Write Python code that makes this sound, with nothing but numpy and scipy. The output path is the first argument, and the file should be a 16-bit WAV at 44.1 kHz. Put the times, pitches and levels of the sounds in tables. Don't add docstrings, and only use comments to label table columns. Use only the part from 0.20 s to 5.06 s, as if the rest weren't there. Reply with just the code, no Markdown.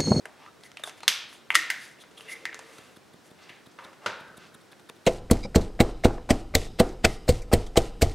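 import sys
import numpy as np
from scipy import signal
from scipy.fft import rfft, irfft
from scipy.io import wavfile

SR = 44100
rng = np.random.default_rng(int(sys.argv[2]) if len(sys.argv) > 2 else 0)


def transcribe(u):
    v = np.clip(np.atleast_2d(u).T, -1, 1)
    q = np.round(v * 32767).astype(np.int16)
    wavfile.write(sys.argv[1], SR, q)


def boost(x):
    u = np.asarray(x, float) / 20
    return 10 ** u


N = 214546


def at_hz(points, hz):
    points_hz, values = np.array(points).T
    return np.interp(np.log(hz), np.log(points_hz), values)


def rms_one(x):
    return x / np.sqrt(np.mean(x ** 2) + 1e-20)


def peak_one(x):
    return x / (np.max(np.abs(x)) + 1e-12)


def band(x, low_hz, high_hz):
    edges_hz = [low_hz, min(high_hz, 0.45 * SR)]
    return signal.sosfilt(signal.butter(2, edges_hz, "band", fs=SR, output="sos"), x)


def resonate(x, hz, width_hz):
    r = np.exp(-np.pi * max(width_hz, 10) / SR)
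    zeros = np.array([1, 0, -1]) * (1 - r * r) / 2
    poles = [1, -2 * r * np.cos(2 * np.pi * hz / SR), r * r]
    return signal.lfilter(zeros, poles, x)


def colour(x, points):
    size = 8192
    bins_hz = np.arange(1, size // 2 + 2) * SR / size
    cepstrum = irfft(np.log(boost(at_hz(points, bins_hz))))
    cepstrum[1:size // 2] *= 2
    cepstrum[size // 2 + 1:] = 0
    return irfft(rfft(x, size) * np.exp(rfft(cepstrum)))[:len(x)]


def burst(decay_s, rise_s, size=3000):
    t = np.arange(size) / SR
    envelope = (1 - np.exp(-t / rise_s)) * np.exp(-t / max(decay_s, 1e-4))
    return rng.standard_normal(size) * envelope


def grains(per_s, spread_db):
    sizes = boost(spread_db * np.minimum(rng.exponential(1, N), 5))
    signs = rng.choice([-1, 1], N)
    return sizes * signs * (rng.random(N) < per_s / SR) + 1e-18


def add(bus, s, sound):
    i = round(s * SR)
    bus[i:i + len(sound)] += sound[:N - i]


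def like(smooth, sound):
    return rms_one(smooth) * np.sqrt(np.mean(sound ** 2))


def stereo_noise(size):
    white = rng.standard_normal((2, 2, size + SR // 4))
    edges_hz = 25 * 2 ** np.arange(0, 9.7, 1 / 3)
    out = []
    for k, (low, high) in enumerate(zip(edges_hz, edges_hz[1:])):
        out.append((np.sqrt(low * high), band(white[k % 2], low, high)[:, -size:]))
    return out


def air():
    # frequency [Hz], density [dB per Hz].
    air_spectrum = [(15, -48), (25, -25.5), (43, -19.5), (97, -2), (207, 1), (357, 2), (1110, -7),
                    (1350, -5), (2650, -13.5), (3670, -13), (9750, -22.5), (14700, -30.5), (16300, -33)]
    # frequency [Hz], left-right likeness [0..1].
    likeness = [(60, 0.22), (180, 0.27), (550, 0.49), (1650, 0.74), (4970, 0.78), (15000, 0.86)]
    out = 0
    for hz, (mid, side) in stereo_noise(N):
        alike = np.clip(at_hz(likeness, hz), 0, 0.99)
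        pair = np.sqrt(1 + alike) * mid + np.sqrt(1 - alike) * side * [[1], [-1]]
        out = out + boost(at_hz(air_spectrum, hz)) * pair
    return boost(-56) * rms_one(out)


def whine():
    hz = 5500
    narrow = resonate(rng.standard_normal(N), hz, 24)
    return boost(-80) * rms_one(resonate(narrow, hz, 60))


def room(x, side_db, table_s):
    # frequency [Hz], reverberation time T60 [s].
    room_t60 = [(130, 0.22), (400, 0.71), (1300, 0.63), (3500, 0.56), (9000, 0.31), (15000, 0.25)]
    t = np.arange(SR * 3 // 4) / SR
    build_up = 1 - np.exp(-t / 0.0017)
    table = 1 + 3.93 * np.exp(-t / table_s)
    tail = 0
    for hz, (mid, side) in stereo_noise(len(t)):
        decay = boost(-60 * t / at_hz(room_t60, hz)) * table
        side_gain = boost(side_db) * (hz / 1500) ** 0.45
        tail = tail + decay * build_up * (mid + side_gain * side * [[1], [-1]])
    tail = tail / np.sqrt(np.sum(tail ** 2) / 2)
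    return signal.fftconvolve(x[None], tail, axes=1)[:, :N]


def tray():
    # time [s], level [dB].
    slide_levels = [(1.93, -69), (2.024, -58.5), (2.16, -61), (2.246, -54.5), (2.406, -59.5), (2.596, -60),
                    (2.75, -70)]
    # mode [Hz], width [Hz], level [dB].
    tray_modes = [(465, 49, 3.5), (522, 44, 2.5), (334, 26, 0)]
    noise = rng.standard_normal(N)
    hum = 0
    for hz, width_hz, db in tray_modes:
        hum = hum + boost(db) * resonate(resonate(noise, hz, width_hz), hz, width_hz)
    times_s, levels_db = np.array(slide_levels).T
    t = np.arange(N) / SR
    gate = np.clip(np.minimum(t - times_s[0], times_s[-1] - t) / 0.014, 0, 1)
    return gate * boost(np.interp(t, times_s, levels_db)) * rms_one(hum)


def rubbing(ring_q, edge_s):
    # start [s], end [s], hollow-body level [dB], resonance [Hz], skin hiss [dB].
    rubs = [(0.42, 0.482, -55, 1940, -57), (0.582, 0.607, -56, 2700, -51), (0.63, 0.702, -52, 3500, -48),
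            (0.82, 0.843, -40, 4100, -54), (1.08, 1.108, -66, 2000, -53), (1.106, 1.153, -62, 2030, -54),
            (1.59, 1.67, -62, 4700, -54.5), (1.792, 1.833, -51.5, 3530, -52),
            (1.963, 1.995, -45, 3200, -50.5), (1.983, 2.038, -58, 3020, -55.5),
            (2.078, 2.146, -43.5, 2100, -45)]
    # start [s], end [s], hollow-body level [dB], resonance at start, at end [Hz].
    squeezes = [(0.182, 0.262, -54, 870, 950), (0.258, 0.297, -49.5, 1260, 1220),
                (2.059, 2.099, -42.5, 2700, 2330), (2.063, 2.187, -51.5, 2090, 2080),
                (3.208, 3.252, -58.5, 4530, 5070), (4, 4.256, -55.5, 1520, 1394),
                (4.3, 4.376, -61.5, 1480, 1410)]
    # start [s], end [s], level [dB], centre [Hz], skin hiss [dB].
    rustles = [(0.156, .32, -57.5, 2420, -80), (0.62, 0.726, -49, 1470, -73), (0.766, 0.8, -56, 2490, -61),
               (1.077, 1.206, -73, 2000, -64), (1.304, 1.339, -43, 1990, -51),
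               (1.525, 1.758, -60.5, 4500, -58.5), (1.92, 2.32, -54.5, 2670, -65),
               (2.31, 2.796, -56.5, 2320, -63), (3.032, 3.097, -63.5, 2000, -63),
               (3.15, 3.423, -56.5, 2300, -92.5), (3.212, 3.248, -60.5, 3730, -78.5),
               (3.571, 3.725, -52, 1458, -68.5), (3.799, 3.917, -49.5, 1240, -72),
               (4.155, 4.312, -55.5, 2780, -81), (3.929, 4.45, -59.5, 340, -90.5)]
    out = np.zeros(N)
    slips, fine = grains(5000, spread_db=3.5), grains(8000, spread_db=1.5)
    hiss = rms_one(resonate(fine, 9230, 1700) + 0.71 * band(fine, 2350, 8600))
    broad_hiss = rms_one(band(slips, 4400, 11500))

    strokes = [(start, end, db, hz, hz, hiss_db) for start, end, db, hz, hiss_db in rubs]
    strokes += [(*row, row[2] - 29) for row in squeezes]
    for start, end, body_db, hz, end_hz, hiss_db in strokes:
        span = slice(round(start * SR), round(end * SR))
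        t = np.arange(span.stop - span.start) / SR
        gate = np.clip(np.minimum(t / 2, end - start - t) / edge_s, 0, 1)
        first, last = (rms_one(resonate(resonate(slips[span], f, f / ring_q), f, f / 2))
                       for f in (hz, end_hz))
        way = t / (end - start)
        body = (1 - way) * first + way * last
        out[span] += gate * (boost(body_db) * body + boost(hiss_db) * hiss[span])

    for start, end, body_db, hz, hiss_db in rustles:
        span = slice(round(start * SR), round(end * SR))
        swell = np.sqrt(np.hanning(span.stop - span.start))
        body = rms_one(band(fine[span], hz / 3.8, hz * 1.38))
        out[span] += swell * (boost(body_db) * body + boost(hiss_db) * broad_hiss[span])
    return out


def ticks(slide_s, push_s, stop_hz):
    # time [s], thud peak [dB], rasp peak [dB], hiss peak [dB].
    tick_events = [(2.581, -40.5, -41, -52), (2.764, -40.5, -44, -52), (2.934, -39.5, -51, -52),
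                   (3.107, -41, -49.5, -55), (3.294, -43, -47, -66), (3.463, -42.5, -44.5, -54.5),
                   (3.644, -42, -36.5, -52), (4.002, -40, -44, -53), (4.076, -54, -49, -59),
                   (4.172, -38.5, -42.5, -42), (4.344, -42.5, -41, -43.5), (4.412, -52, -49, -56.5),
                   (4.517, -46.5, -44, -52.5), (4.596, -49, -50, -58), (4.692, -45, -35, -44.5),
                   (4.759, -49, -49, -55.5), (4.856, -45, -41, -45.5)]
    out, t = np.zeros(N), np.arange(2000) / SR
    swell = (t / slide_s) ** 0.42 * np.clip((slide_s - t) / 0.0012, 0, 1)
    push = (t / push_s) ** 1.1 * (t < push_s)
    thud = peak_one(band(push, stop_hz / 1.6, stop_hz * 4.4))
    for s, thud_db, rasp_db, hiss_db in tick_events:
        noise = swell * rng.standard_normal(len(t))
        rasp = resonate(noise, 3600, 460) + 1.07 * resonate(noise, 1330, 540)
        hiss = resonate(noise, 8900, 2500) + 0.2 * band(noise, 3500, 13500)
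        add(out, s - 0.004, boost(rasp_db) * peak_one(rasp) + boost(hiss_db) * peak_one(hiss))
        add(out, s + 0.00757, boost(thud_db) * thud)
    return out


def clicks(ring_q, ring_s, crack_s, thump_hz):
    # time [s], peak [dB], ring [Hz], crack re peak [dB].
    near_clicks = [(0.2628, -36.5, 1230, -15), (0.517, -41.5, 2130, 6), (1.128, -38, 1571, -15),
                   (2.008, -33, 3080, -17), (2.584, -42, 1390, -3), (4.5305, -42, 1695, -12),
                   (4.597, -49, 1495, 0), (4.698, -34, 470, -3)]
    # time [s], peak [dB], ring [Hz], crack re peak [dB].
    hand_clicks = [(0.4106, -55, 740, 7), (0.4363, -35.5, 3620, -3), (0.5711, -28, 2500, -9),
                   (0.5961, -40.5, 620, -8), (0.675, -32.5, 730, 0), (0.695, -34, 2300, 3),
                   (0.8054, -38, 2400, -4), (0.8328, -31, 1030, 1), (1.3426, -24, 2000, -8),
                   (1.3476, -17, 2600, -1.5), (1.838, -43, 1670, -8), (1.979, -39, 3050, -15),
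                   (1.9981, -46.5, 1240, -1), (2.114, -43, 2050, -3), (2.3285, -31, 1700, -41),
                   (2.3448, -33, 1540, 6.5), (2.3918, -34, 980, 4)]
    # time [s], peak [dB], ring [Hz], crack re peak [dB].
    hidden_clicks = [(1.148, -53, 3370, -1), (1.787, -55, 1937, -1), (1.911, -58.5, 1570, 5),
                     (3.189, -55, 2500, -11), (3.5145, -65, 796, 9), (3.73, -54.5, 1410, 0),
                     (3.8343, -59, 735, 2)]
    places = ((near_clicks, -27), (hand_clicks, -11), (hidden_clicks, 2.5))
    events = sorted((*row, room_db) for rows, room_db in places for row in rows)
    out, impulse = np.zeros((2, N)), signal.unit_impulse(3000)
    push = peak_one(band(impulse, thump_hz / 1.65, thump_hz * 4.0))

    def hollow(x, hz):
        body = resonate(x, hz, hz / ring_q) + 0.25 * band(x, 550, 3500)
        return band(body, 330, hz + 1800)

    def bright(x):
        return band(band(x, 3000, 8300), 2900, 14150)

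    for s, db, hz, crack_db, room_db in events:
        thump_db = min(-38 - db + 0.15 * db, 3)
        thump = boost(thump_db) * push
        ring = peak_one(hollow(impulse + 0.28 * burst(ring_s, rise_s=0.0001), hz))
        crack = boost(crack_db) * peak_one(bright(burst(crack_s, rise_s=0.00005)))
        diffuse = like(hollow(impulse, hz), ring) + like(bright(impulse), crack) + thump
        add(out[0], s - 0.0002, boost(db) * (ring + crack + thump))
        add(out[1], s - 0.0002, boost(db + room_db) * diffuse)
    return out


def snaps():
    # time [s], peak [dB], fracture length [s], room feed [dB], first break re fracture noise [ratio].
    blows = [(0.0554, -24.5, 0.0023, -12.5, 3.6), (.6370, -19.5, 0.0039, -17, 5.4),
             (0.8792, -7.5, 0.00016, -23, 2.4), (0.8798, 3, 0.00047, -8.5, 2.36),
             (0.8807, -7, 0.0005, -21.5, 2.4), (1.3042, -5.5, 0.0024, -12.5, 10.3),
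             (1.3530, -0.5, 0.0047, -11.5, 4.2), (1.5021, -9, 0.0026, -9, 7.2),
             (2.2543, -16, 0.00069, -8.5, 5.2), (3.2927, -37.5, 0.00079, 3, 4.9),
             (3.5877, -34, 0.0007, 2, 6), (3.8607, -21.5, 0.0024, 2, 0.85)]
    # frequency [Hz], density [dB per Hz].
    first_press = [(180, -36), (300, -22), (616, -5), (1970, -12.5), (3220, -20.5), (4470, -30),
                   (4930, -30), (9640, -29), (15000, -43)]
    seam_crack = [(180, -31), (300, -13), (587, -1.5), (884, -16.5), (1310, 4.5), (2870, -11), (3670, 6.5),
                  (4390, -23.5), (8320, -7), (15000, -23)]
    shell_split = [(290, -34), (500, -18), (678, -20), (1060, -8.5), (1280, -7), (1420, -5.5), (1870, -4),
                   (2010, -5.5), (2160, -2), (3490, 1), (4030, -2), (6100, -3.5), (6900, -10.5),
                   (12500, -11.5), (16000, -30.5)]
    shell_knock = [(240, -45), (400, -21), (780, -13), (979, -2.5), (1740, -6.5), (2090, 5.5), (3150, -5.5),
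                   (4390, -32.5), (8300, -32.5), (15000, -32)]
    capsule_pop = [(150, -84), (250, -42), (330, -20), (367, -35), (421, -30), (662, -29), (723, -41.5),
                   (1350, -10.5), (1700, -18), (1880, -0.5), (2320, -14), (3170, -16.5), (9330, -24),
                   (12500, -27), (16000, -38)]
    capsule_slip = [(290, -74), (500, -20.5), (1000, -10), (1230, -22), (1520, 1.5), (2100, 5.5),
                    (2430, -5), (4470, -10.5), (12500, -19), (15000, -19)]
    capsule_tap = [(350, -84), (600, -41), (725, -26), (1040, -21), (1100, -25), (1630, -13.5),
                   (1890, -2.5), (3020, -24.5), (5250, -28.5), (15000, -43.5)]
    table_tap = [(350, -39.5), (600, -16), (1320, -10), (1500, -19.5), (1760, 3), (2020, 2), (3340, -6),
                 (6830, -29), (12000, -25), (15600, -66), (22000, -120)]
    table_knock = [(180, -47.5), (300, -31.5), (469, -32), (548, 5), (620, -26), (1030, 1.5), (1150, -4),
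                   (2230, -15), (2690, -17.5), (12000, -49), (15600, -78), (22000, -120)]
    capsule_knock = [(65, -40), (110, -8), (157, -23), (210, 0.5), (293, -28), (332, -12), (536, -1.5),
                     (796, -10.5), (902, -0.5), (1130, -5), (1490, 2.5), (1690, -6.5), (4400, -13.5),
                     (13800, -37), (16000, -50)]
    bodies = (first_press, seam_crack, shell_split, shell_split, shell_split, shell_knock,
              capsule_pop, capsule_slip, capsule_tap, table_tap, table_knock, capsule_knock)
    out, impulse = np.zeros((2, N)), signal.unit_impulse(3000)
    for (s, db, decay_s, room_db, first), body in zip(blows, bodies):
        fracture = first * impulse + burst(decay_s, rise_s=0.0001)
        sound = boost(db) * peak_one(colour(fracture, body))
        add(out[0], s, sound)
        add(out[1], s, boost(room_db) * like(colour(impulse, body), sound))
    return out


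def scene():
    direct, feed = clicks(ring_q=2.4, ring_s=0.0023, crack_s=0.00054, thump_hz=420) + snaps()
    friction = rubbing(ring_q=12.0, edge_s=0.016) + tray()
    close = ticks(slide_s=0.0129, push_s=0.00205, stop_hz=205)
    reflections = room(feed * boost(6.5) + boost(-5.5) * friction, side_db=-19, table_s=0.0053)
    hands = direct + friction + close + reflections
    dulled = signal.sosfilt(signal.butter(2, 12500, fs=SR, output="sos"), hands)
    return dulled + air() + whine()


def band_limit(x):
    return signal.sosfilt(signal.butter(12, 16480, fs=SR, output="sos"), x)


def record(dry):
    clipped = np.clip(dry, -0.9, 0.9)
    top_cut = signal.cheby2(14, 60, 16600, fs=SR, output="sos")
    return band_limit(signal.sosfilt(top_cut, clipped))


dry = scene()
out = record(dry)
transcribe(out)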